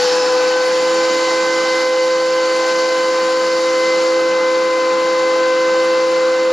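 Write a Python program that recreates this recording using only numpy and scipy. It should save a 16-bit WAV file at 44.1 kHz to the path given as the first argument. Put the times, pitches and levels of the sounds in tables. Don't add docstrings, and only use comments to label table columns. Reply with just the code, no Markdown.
import sys
import numpy as np
from scipy import signal
from scipy.fft import rfft, irfft, next_fast_len
from scipy.io import wavfile

SR = 44100
rng = np.random.default_rng(int(sys.argv[2]) if len(sys.argv) > 2 else 0)


def wav_record(signal):
    frames = np.transpose(np.atleast_2d(signal))
    bounded = np.clip(frames, -1, 1)
    quanta = np.round(bounded * 32767).astype(np.int16)
    wavfile.write(sys.argv[1], SR, quanta)


N = 287532
T = np.arange(N) / SR

KNIFE_HZ = 513.7
SAG_HZ, RECOVERY_S = 16.3, .47
ROOM_MODE_HZ, ROOM_MODE_WIDTH_HZ = 510.9, 4.0
LOAD_PEAK_S, LOAD_RISE_S, LOAD_FADE_S = .12, .2, .4
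MOTOR_PER_KNIFE = .6507
LOW_ORDER, MID_ORDER, TOP_ORDER = 8, 16, 21
WHISTLE_WANDER_DB = 1.2
AIR_DB, OPPOSED_DB = -24.5, -11.5
HISS_FROM_HZ, TOP_FROM_HZ = 2000, 5200
SHADE_S, SHADE_RISE_S = 4.15, .08
SHADE_TOP_DB = -2.5
ROOM_T60_S, ROOM_DB = .25, -13
SLOT_WAVER_DB, ROAR_GUST_DB = 1.8, 1.8
CUT_END_S, CUT_RISE_S = 0.13, 0.12
CUTOFF_HZ = 15650


def from_db(db):
    return 10 ** (np.asarray(db) / 20)


def rms_one(x):
    return x / np.sqrt(np.mean(x ** 2) + 1e-20)


def in_time(rows):
    s, *columns = np.transpose(rows)
    return [np.interp(T, s, column) for column in columns]


def drift(rate_hz):
    step = 40
    pole = np.exp(-2 * np.pi * rate_hz * step / SR)
    noise = rng.standard_normal(N // step + 2002)
    slow = signal.lfilter([1], [1, -2 * pole, pole * pole], noise)[2000:]
    return np.interp(np.arange(N) / step, np.arange(len(slow)), rms_one(slow - slow.mean()))


def bell(hz, centre_hz, width_hz):
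    return 1 / (1 + (2 * (hz - centre_hz) / width_hz) ** 2)


def resonant_noise(centre_hz, width_hz):
    size = next_fast_len(N)
    hz = np.arange(size // 2 + 1) * SR / size
    spectrum = rfft(rng.standard_normal(size)) * bell(hz, centre_hz, width_hz)
    return rms_one(irfft(spectrum, size)[:N])


def lean(x, pan_db):
    return x * from_db(np.array([pan_db, -pan_db]) / 2)


def slowed():
    return np.exp(-T / RECOVERY_S)


def knife_phase():
    return 2 * np.pi * np.cumsum(KNIFE_HZ - SAG_HZ * slowed()) / SR


def knives(phase, near):
    # t/s, level of orders 1 to 4/dB
    whine_levels = [(0.03, -16, -42, -29.5, -52), (0.1, -15.5, -39, -38, -54), (0.15, -15, -25.5, -34, -61),
                    (0.24, -16, -26.5, -33, -42), (0.33, -14.5, -24.5, -29.5, -36.5),
                    (0.55, -15.5, -28, -27, -37.5), (0.66, -15.5, -26.5, -28, -33.5),
                    (0.76, -15, -27, -38, -34.5), (0.86, -15, -25, -31.5, -31.5),
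                    (0.96, -16, -25.5, -30.5, -32.5), (1.11, -16, -25, -29, -29.5),
                    (1.3, -17.5, -23.5, -30, -28.5), (1.77, -17.5, -25.5, -25.5, -28),
                    (1.97, -14.5, -26.5, -33, -32), (2.62, -16.5, -24.5, -28, -29.5),
                    (3.44, -16, -24.5, -30, -33), (3.53, -16, -26.5, -27.5, -30),
                    (3.62, -16, -26, -38, -31.5), (3.84, -15.5, -25.5, -29.5, -26.5),
                    (4.02, -15, -29, -34.5, -34), (4.05, -14.5, -26, -45, -30.5),
                    (4.16, -15, -27, -29.5, -29), (4.95, -16, -24, -33.5, -31),
                    (5.56, -14.5, -24.5, -29, -30), (5.98, -14.5, -25, -31.5, -31.5),
                    (6.05, -15, -26, -39.5, -33), (6.3, -14, -28.5, -30, -33.5),
                    (6.43, -14.5, -28, -33, -32), (6.48, -14, -29, -36, -34.5)]
    # t/s, lean/dB
    fundamental_lean = [(0.03, 3.3), (0.14, 1.8), (0.4, 1.8), (1.1, -1.7), (1.8, -1.7), (2.0, -.6),
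                        (2.5, -.7), (2.75, -1.6), (3.35, -.2), (4.0, -1.1), (4.25, -.7), (6.48, -.2)]
    # at rest/dB, added while slowed/dB, added by the near worker/dB, wander/dB
    overtone_leans = [(1.1, -1.5, 4.5, 0.1), (-0.5, 11, 2, 2.5), (0.5, -5, 0.4, 0)]
    pans_db = in_time(fundamental_lean)
    for rest_db, slow_db, near_db, wander_db in overtone_leans:
        pans_db.append(rest_db + slow_db * slowed() + near_db * near + wander_db * drift(1.4))
    pass_hz = np.gradient(phase) * SR / (2 * np.pi)
    mode_phase = np.arctan(2 * (pass_hz - ROOM_MODE_HZ) / ROOM_MODE_WIDTH_HZ)
    through_mode = mode_phase - mode_phase[-1]
    out = 0
    for k, (level_db, pan_db) in enumerate(zip(in_time(whine_levels), pans_db)):
        wander = .19 * k ** 2 + .2 * k * drift(.8)
        if k == 0:
            wander = wander - through_mode
        skew = np.array([[.1], [-.1]]) * (1 + 0.15 * k * drift(0.73))
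        flutter = from_db((0.3 + 0.35 * k) * drift(13.0) + 0.3 * k * drift(3.0))
        tone = np.sqrt(2) * np.cos((k + 1) * phase + wander + skew)
        out = out + lean(from_db(level_db) * flutter * tone, pan_db)
    return out


def unequal_knives(phase, near):
    turn_orders = [(1, -58, 0, 0), (5, -50, 19, 6), (15, -52, 11, 1), (44, -60, 4, 0)]
    late = T - LOAD_PEAK_S
    load = np.exp(np.where(late < 0, -(late / LOAD_RISE_S) ** 2, -late / LOAD_FADE_S))
    out = 0
    for order, free_db, load_db, near_db in turn_orders:
        waver_db = 2.6 * (1.3 - load) * drift(2.5)
        level_db = free_db + load_db * load + near_db * near + waver_db
        out = out + np.sqrt(2) * from_db(level_db) * np.cos(order * phase / 3)
    return out


def motor(phase):
    # t/s, level/dB
    hum_levels = [(0.03, -42), (0.12, -33), (0.84, -32.5), (0.95, -27.5), (1.83, -29), (1.86, -32.5),
                  (2.69, -29.5), (2.94, -31), (4.25, -26.5), (4.29, -29.5), (5.99, -28), (6.39, -30),
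                  (6.43, -27), (6.48, -30)]
    # t/s, level/dB
    second_hum_levels = [(0, -49), (.25, -45), (1.5, -46), (2.5, -50), (2.66, -40), (3.0, -44), (3.3, -50),
                         (6.5, -50)]
    # t/s, level/dB
    low_levels = [(0, -44), (.2, -37.5), (.45, -37), (.68, -48), (.88, -42), (1.1, -48), (1.5, -52),
                  (3.4, -51), (3.8, -43.5), (4.15, -44), (4.45, -49), (4.8, -44), (5.3, -43.5),
                  (5.8, -39.5), (6.1, -42), (6.4, -46)]
    # free level/dB, swell/dB, swell peak/s, swell width/s
    mid_swell = (-51.5, 16, .2, 0.24)
    # t/s, level/dB
    top_levels = [(0, -52), (.5, -50), (1.07, -41), (1.5, -48), (2.0, -52), (2.8, -49), (4.0, -52),
                  (4.3, -59), (5.0, -53), (5.9, -49), (6.1, -56), (6.5, -56)]
    turn = MOTOR_PER_KNIFE * phase
    out = from_db(in_time(hum_levels)[0] + 0.51 * drift(12.0)) * np.cos(turn)
    out = out + from_db(in_time(second_hum_levels)[0] + 3.0 * drift(8.5)) * np.cos(2 * turn)
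    low_db = in_time(low_levels)[0] + 1.5 * drift(10.0)
    out = out + from_db(low_db) * np.cos(LOW_ORDER * turn + 0.3 * drift(12))
    free_db, swell_db, peak_s, width_s = mid_swell
    mid_db = free_db + swell_db * np.exp(-((T - peak_s) / width_s) ** 2)
    mid_db = mid_db + WHISTLE_WANDER_DB * drift(1.2) + 1.5 * drift(14)
    out = out + from_db(mid_db) * np.cos(MID_ORDER * turn + 0.3 * drift(12))
    top_db = in_time(top_levels)[0] + 2.9 * drift(9.6)
    out = out + from_db(top_db) * np.cos(TOP_ORDER * turn + 0.4 * drift(12))
    return np.sqrt(2) * out


def air(phase, *levels_db):
    # f/Hz, relative level per Hz/dB
    rush_curve = [(30, -38), (90, -28), (130, -16.5), (240, -7.5), (380, -4), (600, 0), (1100, -2),
                  (1900, -5.5), (2500, -7.5), (3400, -8), (4500, -5.5), (6500, -10), (7570, -15),
                  (7640, -28), (8300, -33), (9000, -46), (15500, -54)]
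    # f/Hz, relative level per Hz/dB
    opposed_curve = [(30, -33), (90, -40.5), (240, -12), (600, -3), (1300, 2.5), (2500, -5.5),
                     (5000, -10.5), (7500, -24), (7620, -2), (9500, -8.5), (11500, -11.5), (13500, -23),
                     (15500, -33.5)]
    # f/Hz, width/Hz, lift/dB
    resonance_bells = [(120, 10, 4), (200, 30, 7), (287, 30, 7), (232, 25, -6), (385, 35, -3), (420, 35, 6),
                       (468, 25, 3), (560, 50, -2), (620, 70, -4), (700, 40, -3), (742, 16, -4), (908, 16, -6),
                       (1095, 25, 5), (1195, 60, 4), (1605, 90, 3), (2215, 110, -3), (2360, 80, 4),
                       (4060, 80, -2), (5200, 60, 3), (1275, 40, 4), (1330, 25, -4), (3010, 90, 3),
                       (3190, 25, 4), (3480, 220, -4), (3830, 200, 3), (4480, 420, 4), (4740, 100, -2),
                       (4930, 100, -2), (5050, 100, 2), (5830, 220, -3), (5990, 70, 4), (6280, 200, 3),
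                       (6570, 450, -4), (7080, 350, 4)]
    size = next_fast_len(N)
    hz = np.maximum(np.arange(size // 2 + 1) * SR / size, 20)
    gains = []
    for curve in (rush_curve, opposed_curve):
        curve_hz, curve_db = np.transpose(curve)
        gains.append(from_db(np.interp(np.log(hz), np.log(curve_hz), curve_db)))
    shared, opposed = gains
    for centre_hz, width_hz, lift_db in resonance_bells:
        shared = shared * from_db(lift_db * bell(hz, centre_hz, width_hz))
    filters = [shared * walls(size, hz), opposed * from_db(OPPOSED_DB)]
    spectra = rfft(rng.standard_normal((2, size))) * filters
    bands, place = [], np.clip(3 * np.log2(hz / 120), 0, 21)
    for k in range(22):
        window = np.clip(1 - np.abs(place - k), 0, 1)
        flicker_db = .6 + 2 * (k > 18)
        patch = from_db(0.5 * drift(3.9) + flicker_db * drift(30))
        bands.append(patch * irfft(spectra * window, size)[:, :N])
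    hiss_at, top_at = (round(3 * np.log2(edge_hz / 120)) for edge_hz in (HISS_FROM_HZ, TOP_FROM_HZ))
    rush, hiss, top = sum(bands[:hiss_at]), sum(bands[hiss_at:top_at]), sum(bands[top_at:])
    puff = 1 + .06 * np.cos(phase)
    swells = [from_db(level_db - level_db.mean()) for level_db in levels_db]
    mid, side = swells[0] * rush + puff * (swells[1] * hiss + swells[2] * top)
    return from_db(AIR_DB) * np.array([mid + side, mid - side]) / mid.std()


def walls(size, hz):
    t = np.arange(SR // 2) / SR
    echoes = rng.standard_normal(len(t)) * from_db(-60 * t / ROOM_T60_S)
    duller = np.sqrt(bell(hz, 2200, 5200))
    return 1 + from_db(ROOM_DB) * duller * rfft(echoes / np.sqrt(np.sum(echoes ** 2)), size)


def slots(shade):
    # f/Hz, width/Hz, level/dB, change once shaded/dB
    slot_notes = [(1370, 60, -42, -8), (1420, 45, -50, 8), (1605, 70, -46, -5), (3006, 24, -43.5, -4),
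                  (3795, 50, -49, -4), (4430, 30, -48, -3), (4515, 25, -46.5, -3), (4595, 25, -48, -5),
                  (5042, 35, -48.5, -4)]
    out = 0
    for centre_hz, width_hz, level_db, shade_db in slot_notes:
        gain = from_db(level_db + shade_db * shade + SLOT_WAVER_DB * drift(3.1))
        out = out + gain * resonant_noise(centre_hz, width_hz)
    return out


def chute():
    # t/s, level/dB
    roar_levels = [(0, -26), (.25, -33), (.4, -29.5), (1.3, -33.5), (1.9, -33.5), (2.3, -37.5),
                   (2.5, -32.5), (2.95, -35), (3.3, -41.5), (6.5, -42)]
    # f/Hz, width/Hz, share/dB
    chute_notes = [(765, 35, -8), (815, 50, -6), (878, 35, -8)]
    roar_db = in_time(roar_levels)[0]
    out = 0
    for centre_hz, width_hz, share_db in chute_notes:
        gain = from_db(roar_db + share_db + ROAR_GUST_DB * drift(4.1))
        out = out + gain * resonant_noise(centre_hz, width_hz)
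    return out


def cut():
    # f/Hz, width/Hz, level/dB, fade/s
    cut_rings = [(1620, 320, -31.5, .3), (5290, 480, -27.5, .15)]
    late = T - CUT_END_S
    out = 0
    for centre_hz, width_hz, level_db, fade_s in cut_rings:
        swell = np.exp(np.where(late < 0, late / CUT_RISE_S, -late / fade_s))
        out = out + from_db(level_db) * swell * resonant_noise(centre_hz, width_hz)
    return out


def scene():
    # t/s, nearness/0-1
    worker_nearness = [(0, 0), (3.2, 0), (3.7, 0.9), (4.1, 1.0), (6.15, 1.0), (6.5, 0)]
    # t/s, hiss level/dB, low rush level/dB
    blow_levels = [(0.02, -24, -31), (0.3, -27.5, -32), (0.85, -27.5, -33), (1.05, -26.5, -31.5),
                   (1.45, -27.5, -32.5), (1.8, -27.5, -32), (1.9, -30, -35.5), (2.4, -29.5, -34.5),
                   (2.7, -27.5, -33.5), (2.9, -29, -33.5), (3.8, -29, -33.5), (4.02, -29, -32),
                   (4.27, -30, -33), (5.0, -29.5, -32.5), (6.0, -29.5, -32.5), (6.48, -31, -33)]
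    phase = knife_phase()
    near = in_time(worker_nearness)[0]
    hiss_db, rush_db = in_time(blow_levels)
    shade = (1 + np.tanh((T - SHADE_S) / SHADE_RISE_S)) / 2
    tones = knives(phase, near) + unequal_knives(phase, near) + motor(phase)
    blown = air(phase, rush_db, hiss_db, hiss_db + SHADE_TOP_DB * shade)
    return tones + blown + slots(shade) + chute() + cut()


def record(dry):
    return signal.sosfilt(signal.ellip(12, .5, 70, CUTOFF_HZ, fs=SR, output="sos"), dry)


dry = scene()
out = record(dry)
wav_record(out)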